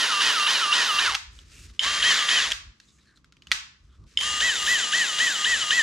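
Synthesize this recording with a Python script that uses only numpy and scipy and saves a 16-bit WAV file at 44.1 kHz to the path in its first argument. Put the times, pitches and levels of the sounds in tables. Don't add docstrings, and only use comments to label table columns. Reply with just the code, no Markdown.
import sys
import numpy as np
from scipy import signal
from scipy.fft import rfft, irfft, next_fast_len
from scipy.io import wavfile
from scipy.ndimage import map_coordinates

SR = 44100
rng = np.random.default_rng(int(sys.argv[2]) if len(sys.argv) > 2 else 0)


def store_pcm(level_fs):
    pcm = np.round(np.clip(level_fs, -1, 1) * 32767).astype(np.int16)
    wavfile.write(sys.argv[1], SR, np.atleast_2d(pcm).T)


def voltage_ratio(decibels):
    exponent = np.asarray(decibels, float) / 20
    return 10 ** exponent


N = 256662

# power_on_s, first_kick_s, trigger_released_s, rotor_braked_s, spindle_locked_s
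RUNS = [
    (-.3, -.059, 1.0, 1.125, 1.16),
    (1.8, 2.021, 2.43, 2.5, 2.525),
    (4.187, 4.3985, 6, 6.1, 6.2),
]


def motor():
    orders = [3, 4, 5, 6, 7, 8]
    order_levels = [1, -6.5, 0, -13, 0.5, 0.5]
    # carrier_hz, sideband in electrical orders (the upper carrier is a folded overtone)
    switching_tones = [(9968, 1), (9968, 0), (9968, -1), (9968, 2), (14032, -1), (14032, 0)]
    switching_levels = [-16.5, -24, -19.5, -43.5, -27.5, -52.5]
    whine_levels = [-3.5, -5.5, -2.5]
    # freq_hz, level_db
    shells = [
        [(800, -6), (1200, 1), (1400, -1), (1650, -6), (1900, -9.5), (2050, 1.5), (2350, -5), (2550, -5),
         (2800, -1.5), (3050, -3), (3300, -17), (3700, -7.5), (4500, -20.5)],
        [(900, -13.5), (1200, -8.5), (1400, -16), (1650, -2), (1900, -4.5), (2050, -11.5), (2350, -18),
         (2550, -3), (2800, -10.5), (3050, 1), (3300, -6.5), (3700, -7.5), (4500, -24)],
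        [(800, -12), (1200, -8.5), (1400, -7), (1650, 1.5), (1900, 3), (2050, 0), (2350, -9), (2550, -1.5),
         (2800, -6.5), (3050, 3.5), (3300, -11), (3700, -3), (4500, -40)],
    ]
    # freq_hz, density_db (per Hz)
    gear_colours = [
        [(70, -56), (230, -21.5), (800, -18), (960, -7), (1210, -8), (1390, -7), (1850, -5), (2260, -13.5),
         (2880, -5), (3600, -5.5), (6560, -13.5), (8180, -22), (11000, -32.5), (14700, -56)],
        [(70, -61.5), (150, -26), (860, -19.5), (1160, -8.5), (1370, -11.5), (1850, -3), (2310, -10),
         (3120, -7), (3450, -5.5), (5500, -12.5), (7110, -12.5), (8350, -25), (11000, -32), (14700, -60.5)],
        [(70, -71), (170, -22.5), (860, -22), (1210, -12.5), (1340, -18), (1890, -4.5), (2260, -17), (3120, -7),
         (4480, -12), (5600, -14), (7400, -9), (8350, -24), (11000, -33), (14700, -67.5)],
    ]
    # freq_hz, left_minus_right_db
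    tilts = [
        [(150, 1.5), (700, -2.5), (4000, -1), (9000, .5)],
        [(150, 0), (700, 0), (4000, .5), (9000, 1.5)],
        [(150, -1), (700, 0), (4000, 1.3), (9000, 2.5)],
    ]
    # freq_hz, left_lead_rad
    left_lead = [(0, 0), (1500, -0.3), (3000, -.65), (8800, -0.3), (9900, -.7), (10400, 0)]
    # freq_hz, left_right_likeness (0-1)
    likeness = [(100, 1), (500, 0.95), (2000, 1), (6000, 0.98), (12000, 0.54)]

    surge, sag_share, push, linger, rattle_db, jolt_db = kicks()
    cruise_hz, lag, loss, early_db, gains = runs()
    t = np.arange(N) / SR
    slow = lag + loss
    hz = cruise_hz * (1 - slow) * (1 + surge)
    turn = 2 * np.pi * np.cumsum(hz * (1 + 0.0015 * wobble(150))) / SR

    push_db = 6 * push
    upper_db = jolt_db - 60 * lag - 30 * loss + 6 * (linger - push)
    tone_db = push_db - 14 * lag + early_db
    middle_db = -22 * sag_share ** 2
    coils = []
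    for k, order_db in zip(orders, order_levels):
        level_db = order_db + tone_db + 2.2 * wobble(30)
        level_db += upper_db if k > 4 else -jolt_db
        if 3 < k < 7:
            level_db += middle_db
        coils.append(voltage_ratio(level_db) * np.sin(k * turn + rng.uniform(0, 6)))

    whine = np.zeros(N)
    for (carrier_hz, k), db in zip(switching_tones, switching_levels):
        level_db = db + 3 * push + 3.0 * wobble(8.7)
        whine += voltage_ratio(level_db) * np.sin(2 * np.pi * carrier_hz * t + k * turn)

    load = 1.5 * np.cos(turn / 2) + 0.31 * np.cos(turn) + 1.03 * wobble(400)
    gate = unit(voltage_ratio((1 + 1.8 * slow) * load + 1.0 * wobble(30)))

    out = np.zeros((2, N))
    for gain, shell, colour, whine_db, tilt in zip(gains, shells, gear_colours, whine_levels, tilts):
        tones = sum(voltage_ratio(along(shell, k * hz) - 0.5) * coil for k, coil in zip(orders, coils))
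        rattle = voltage_ratio(rattle_db) * gate * noise(colour, likeness)
        out += placed(gain * (rattle + tones + voltage_ratio(whine_db) * whine), tilt, left_lead)
    return out


def kicks():
    kick_every_s, surge_depth = .2605, .622
    surge_lag_s, surge_rise_s, sag_from_s, sag_to_s = .006, .012, .054, .212
    tone_rise_s, tone_fall_s, upper_fall_s = 0.0026, .012, 0.054
    t, since = np.arange(N) / SR, np.ones(N)
    for _, first, _, braked, lock in RUNS:
        phase = (np.minimum(t, braked) - first) % kick_every_s
        since = np.where((t >= first) & (t < lock), phase, since)

    def push(rise_s, fall_s):
        return (1 - np.exp(-since / rise_s)) * np.exp(-np.maximum(since - 0.1, 0) / fall_s)

    sag = np.cos(np.pi / 2 * np.clip((since - sag_from_s) / (sag_to_s - sag_from_s), 0, 1)) ** 2
    surge_share = (1 - np.exp(-np.maximum(since - surge_lag_s, 0) / surge_rise_s)) * sag
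    rattle_db = 4 * push(0.0088, 0.039)
    jolt_db = 7 * np.interp(since, [.002, .006, .011, .022], [0, 1, .8, 0])
    tone_push, upper_push = push(tone_rise_s, tone_fall_s), push(tone_rise_s, upper_fall_s)
    return surge_depth * surge_share, 1 - surge_share, tone_push, upper_push, rattle_db, jolt_db


def runs():
    # cruise_hz, spin_up_s, level_db, inrush_db, early_db (coil tones before the first kick)
    drives = [
        (396, 0.021, -26.5, -0.5, 0),
        (398, .028, -26, 1, 0),
        (406.8, .021, -29.5, 0.4, 3),
    ]
    attack_s, attack_db, inrush_s, brake_db = 0.041, 12.5, .2, 5.5
    t, hz = np.arange(N) / SR, np.ones(N)
    lag, loss, early_db, gains = np.zeros(N), np.zeros(N), np.zeros(N), []
    for (on, first, release, braked, lock), drive in zip(RUNS, drives):
        cruise_hz, spin_up_s, level_db, inrush_db, before_kick_db = drive
        live, since = (t >= on) & (t < lock), np.maximum(t - on, 0)
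        brake = np.clip((t - release) / (braked - release), 0, 1) ** 1.8
        hz = np.where(live, cruise_hz, hz)
        lag = np.where(live, np.exp(-(since / spin_up_s) ** 1.3), lag)
        loss = np.where(live, .47 * brake, loss)
        early_db = np.where(live & (t < first), before_kick_db, early_db)
        rise_db = -attack_db * np.clip(1 - since / attack_s, 0, 1)
        rush_db = inrush_db * np.exp(-since / inrush_s)
        gains.append(live * voltage_ratio(level_db + rise_db + rush_db - brake_db * brake))
    return hz, lag, loss, early_db, gains


def placed(x, tilt, lead):
    m = next_fast_len(N + 8192)
    hz = np.fft.rfftfreq(m, 1 / SR)
    half = voltage_ratio(along(tilt, hz) / 2) * np.exp(.5j * along(lead, hz))
    return irfft(rfft(x, m) * [half, 1 / half], m)[:, :N]


def clicks():
    # start_s, peak_db
    presses = [
        (1.793, -5.5),
        (4.173, -4.5),
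    ]
    # freq_hz, level_db, t60_s
    trigger_modes = [(2180, -20, 0.015), (3115, 4, 0.0099), (3440, -2, 0.0068), (5100, -24, 0.023),
                     (6900, -13, 0.0065), (8800, -28.5, 0.015)]
    # start_s, peak_db, centre_hz
    ticks = [(1.146, -15, 2895), (1.15, -9, 2660), (1.167, -26, 1215), (1.389, -34, 3230),
             (1.699, -45.5, 3900), (1.834, -19, 3220), (2.511, -16, 2790), (2.518, -10, 3120),
             (2.534, -25, 1600), (2.8, -39, 4180), (2.987, -56, 2120), (3.173, -46, 1540),
             (3.244, -44, 1520), (3.323, -40, 1450), (3.368, -45.5, 2890), (3.421, -40, 2870),
             (3.47, -31, 2950), (3.5158, -3.5, 2004), (3.5204, -11.5, 4010), (4.039, -54, 1130),
             (4.209, -15, 3030)]
    # freq_hz, level_db
    plastic = [(200, -72.5), (600, -30), (1300, -3.5), (2200, -4), (3400, -3), (5500, -7), (7000, -9),
               (9500, -21), (14000, -31), (17000, -71.5)]
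    tick_t60_s, ring_t60_s, ring_share = 0.011, 0.025, 0.43

    out, blows, t = np.zeros(N + SR), np.zeros(N + SR), np.arange(SR // 10) / SR
    f = np.fft.rfftfreq(len(t), 1 / SR)
    short = t < .08
    blow = np.roll(irfft(voltage_ratio(along(plastic, f)), len(t)), 40)
    blow /= np.linalg.norm(blow)

    ring = sum(voltage_ratio(level - 60 * t / t60) * np.sin(2 * np.pi * hz * t) for hz, level, t60 in trigger_modes)
    ring *= 1 - np.exp(-t / 0.0043)
    for s, db in presses:
        out[round(s * SR):][:len(t)] += voltage_ratio(db + 12) * ring
        blows[round(s * SR):][:len(t)] += voltage_ratio(db + 15) * ring

    for s, db, hz in ticks:
        dulling_db = 0.049 * (db + 21.5) * np.log2(f / 3000 + .05)
        peak = 0.27 + 1 / (1 + ((f - hz) / (0.1 * hz)) ** 2)
        colour = voltage_ratio(along(plastic, f) - dulling_db) * peak
        burst = np.roll(rng.standard_normal(len(t)) * voltage_ratio(-60 * t / tick_t60_s), 30)
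        crack = irfft(rfft(burst) * colour, len(t)) * short
        crack = crack / abs(crack).max() + .6 * blow / abs(blow).max() * short
        if hz < 1800:
            tone = np.sin(2 * np.pi * hz * t) * voltage_ratio(-60 * t / ring_t60_s)
            crack += ring_share * tone * (1 - np.exp(-t / .001))
        crack *= voltage_ratio(db) / abs(crack).max()
        out[round(s * SR):][:len(t)] += crack
        blows[round(s * SR):][:len(t)] += blow * np.linalg.norm(crack) * short
    slightly_right = voltage_ratio([[-.3], [.3]])
    return table(out[None, :N] * slightly_right, echo_db=-7, delay=.0037), blows[None, :N]


def table(x, echo_db, delay):
    return x + voltage_ratio(echo_db) * np.pad(x, ((0, 0), (round(delay * SR), 0)))[:, :N]


def hands():
    # start_s, end_s, rustle_db
    shifts = [
        (1.3, 1.47, -59),
        (1.45, 1.72, -54.5),
        (1.68, 1.8, -63),
        (2.72, 3.25, -69),
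        (3.38, 3.52, -81.5),
        (3.75, 4.1, -71.5),
        (4.06, 4.2, -61),
    ]
    # freq_hz, density_db (per Hz)
    skin = [(180, -30.5), (300, -7.5), (389, -6.5), (1000, -36.5), (1160, -22), (1300, -8.5), (2490, -7.5),
            (3280, -8), (5610, -8), (7900, -13.5), (14700, -36.5)]
    # start_s, end_s, centre_hz, width_hz, level_db
    rubs = [(1.3, 1.43, 7200, 1500, -65.5), (1.5, 1.69, 6900, 2400, -55), (1.5, 1.65, 2620, 260, -56),
            (2.81, 2.86, 4195, 270, -70), (2.865, 2.935, 3700, 220, -65), (2.871, 2.93, 5200, 900, -67.5),
            (2.8, 3.03, 6900, 1200, -67.5), (2.97, 3.01, 1700, 270, -70), (2.98, 3.055, 3870, 300, -69),
            (3.055, 3.13, 4180, 350, -68), (3.04, 3.19, 1680, 180, -65), (3.15, 3.185, 4090, 350, -64),
            (3.15, 3.18, 7000, 1500, -69.5), (3.504, 3.518, 3060, 2500, -48), (3.88, 3.98, 3450, 350, -72),
            (3.87, 4.0, 1360, 200, -70)]
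    out = swells(shifts) * noise(skin, [(1000, 0.66)])
    for start, end, hz, width, db in rubs:
        n = round((end - start) * SR)
        band = 1 / (1 + ((np.fft.rfftfreq(n, 1 / SR) - hz) / width) ** 2)
        rub = unit(irfft(rfft(rng.standard_normal(n)) * band, n))
        out[:, round(start * SR):][:, :n] += voltage_ratio(db) * np.hanning(n) ** .5 * rub
    return out * unit(voltage_ratio(1.5 * wobble(40) + 1.5 * wobble(300)))


def room(x):
    # freq_hz, t60_s
    decay = [(300, 0.58), (1000, 0.45), (5500, 0.42), (12000, 0.25)]
    hz, t, z = signal.stft(rng.standard_normal((2, SR // 2)), SR, nperseg=256)
    tail = signal.istft(z * voltage_ratio(-60 * t / along(decay, hz)[:, None]), SR, nperseg=256)[1]
    late = np.pad(x.mean(0), (350, 0))[None]
    return signal.fftconvolve(late, tail / np.linalg.norm(tail[0]), axes=1)[:, :N]


def air():
    # start_s, end_s, rumble_db
    leans = [(-.1, .36, -65), (.93, 1.3, -56), (1.25, 1.79, -51), (1.82, 2.1, -49.5), (2.4, 2.74, -48.5),
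             (3.46, 3.6, -58), (3.8, 4.0, -57.5), (3.98, 4.08, -45), (4.12, 4.55, -53), (4.55, 4.8, -60),
             (5.47, 5.68, -52)]
    # freq_hz, density_db (per Hz)
    rumble_colour = [(12, -52), (20, -37.5), (48, 1), (65, 2.5), (103, -8.5), (134, -22.5), (160, -26),
                     (210, -53), (350, -120)]
    murmur_colour = [(59, -25), (100, -10), (134, -2), (311, -11.5), (486, -22.5), (800, -31), (1200, -18),
                     (1560, -34.5), (2640, -120)]
    loud_ends = [1.16, 2.525, 3.56]
    still_db, murmur_db, stir_db = -67, -65.5, -15.5
    duck_db, recover_s = -8, .2

    lean, t = swells(leans), np.arange(N) / SR
    rumble = (voltage_ratio(still_db) + lean) * unit(voltage_ratio(1.5 * wobble(9)) * noise(rumble_colour, [(50, 0.99)]))
    sink_db = np.zeros(N)
    for end in loud_ends:
        sink_db += duck_db * (t > end) * np.exp(-(np.maximum(t - end, 0) / recover_s) ** 2)
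    stirred = voltage_ratio(murmur_db + 2.5 * wobble(4)) + voltage_ratio(stir_db) * lean
    return rumble + voltage_ratio(sink_db) * stirred * noise(murmur_colour, [(200, 0.81)])


def swells(rows):
    t = np.arange(N) / SR
    return sum(voltage_ratio(db) * np.sin(np.pi * np.clip((t - a) / (b - a), 0, 1)) ** 0.53 for a, b, db in rows)


def noise(spectrum, alike):
    m = next_fast_len(N + 8192)
    hz = np.fft.rfftfreq(m, 1 / SR)
    turn = np.arccos(np.clip(along(alike, hz), -1, 1)) / 2
    coloured = rfft(rng.standard_normal((2, m))) * voltage_ratio(along(spectrum, hz))
    mid, side = irfft(coloured * [np.cos(turn), np.sin(turn)], m)[:, :N]
    return unit(np.array([mid + side, mid - side]))


def wobble(rate):
    return map_coordinates(rng.standard_normal(int(N * rate / SR) + 4), [np.arange(N) * rate / SR])


def along(points, hz):
    f, v = np.transpose(points)
    return np.interp(np.log(hz + 1), np.log(f + 1), v)


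def unit(x):
    return x / np.sqrt(np.mean(x ** 2) + 1e-20)


def scene():
    drill = motor()
    snaps, blows = clicks()
    ringing = room(voltage_ratio(-16.0) * drill + voltage_ratio(-7) * blows)
    return drill + snaps + ringing + hands() + air()


def roll_off(x):
    return signal.sosfilt(signal.butter(12, 14810, fs=SR, output="sos"), x)


def record(dry):
    return roll_off(dry)


dry = scene()
out = record(dry)
store_pcm(out)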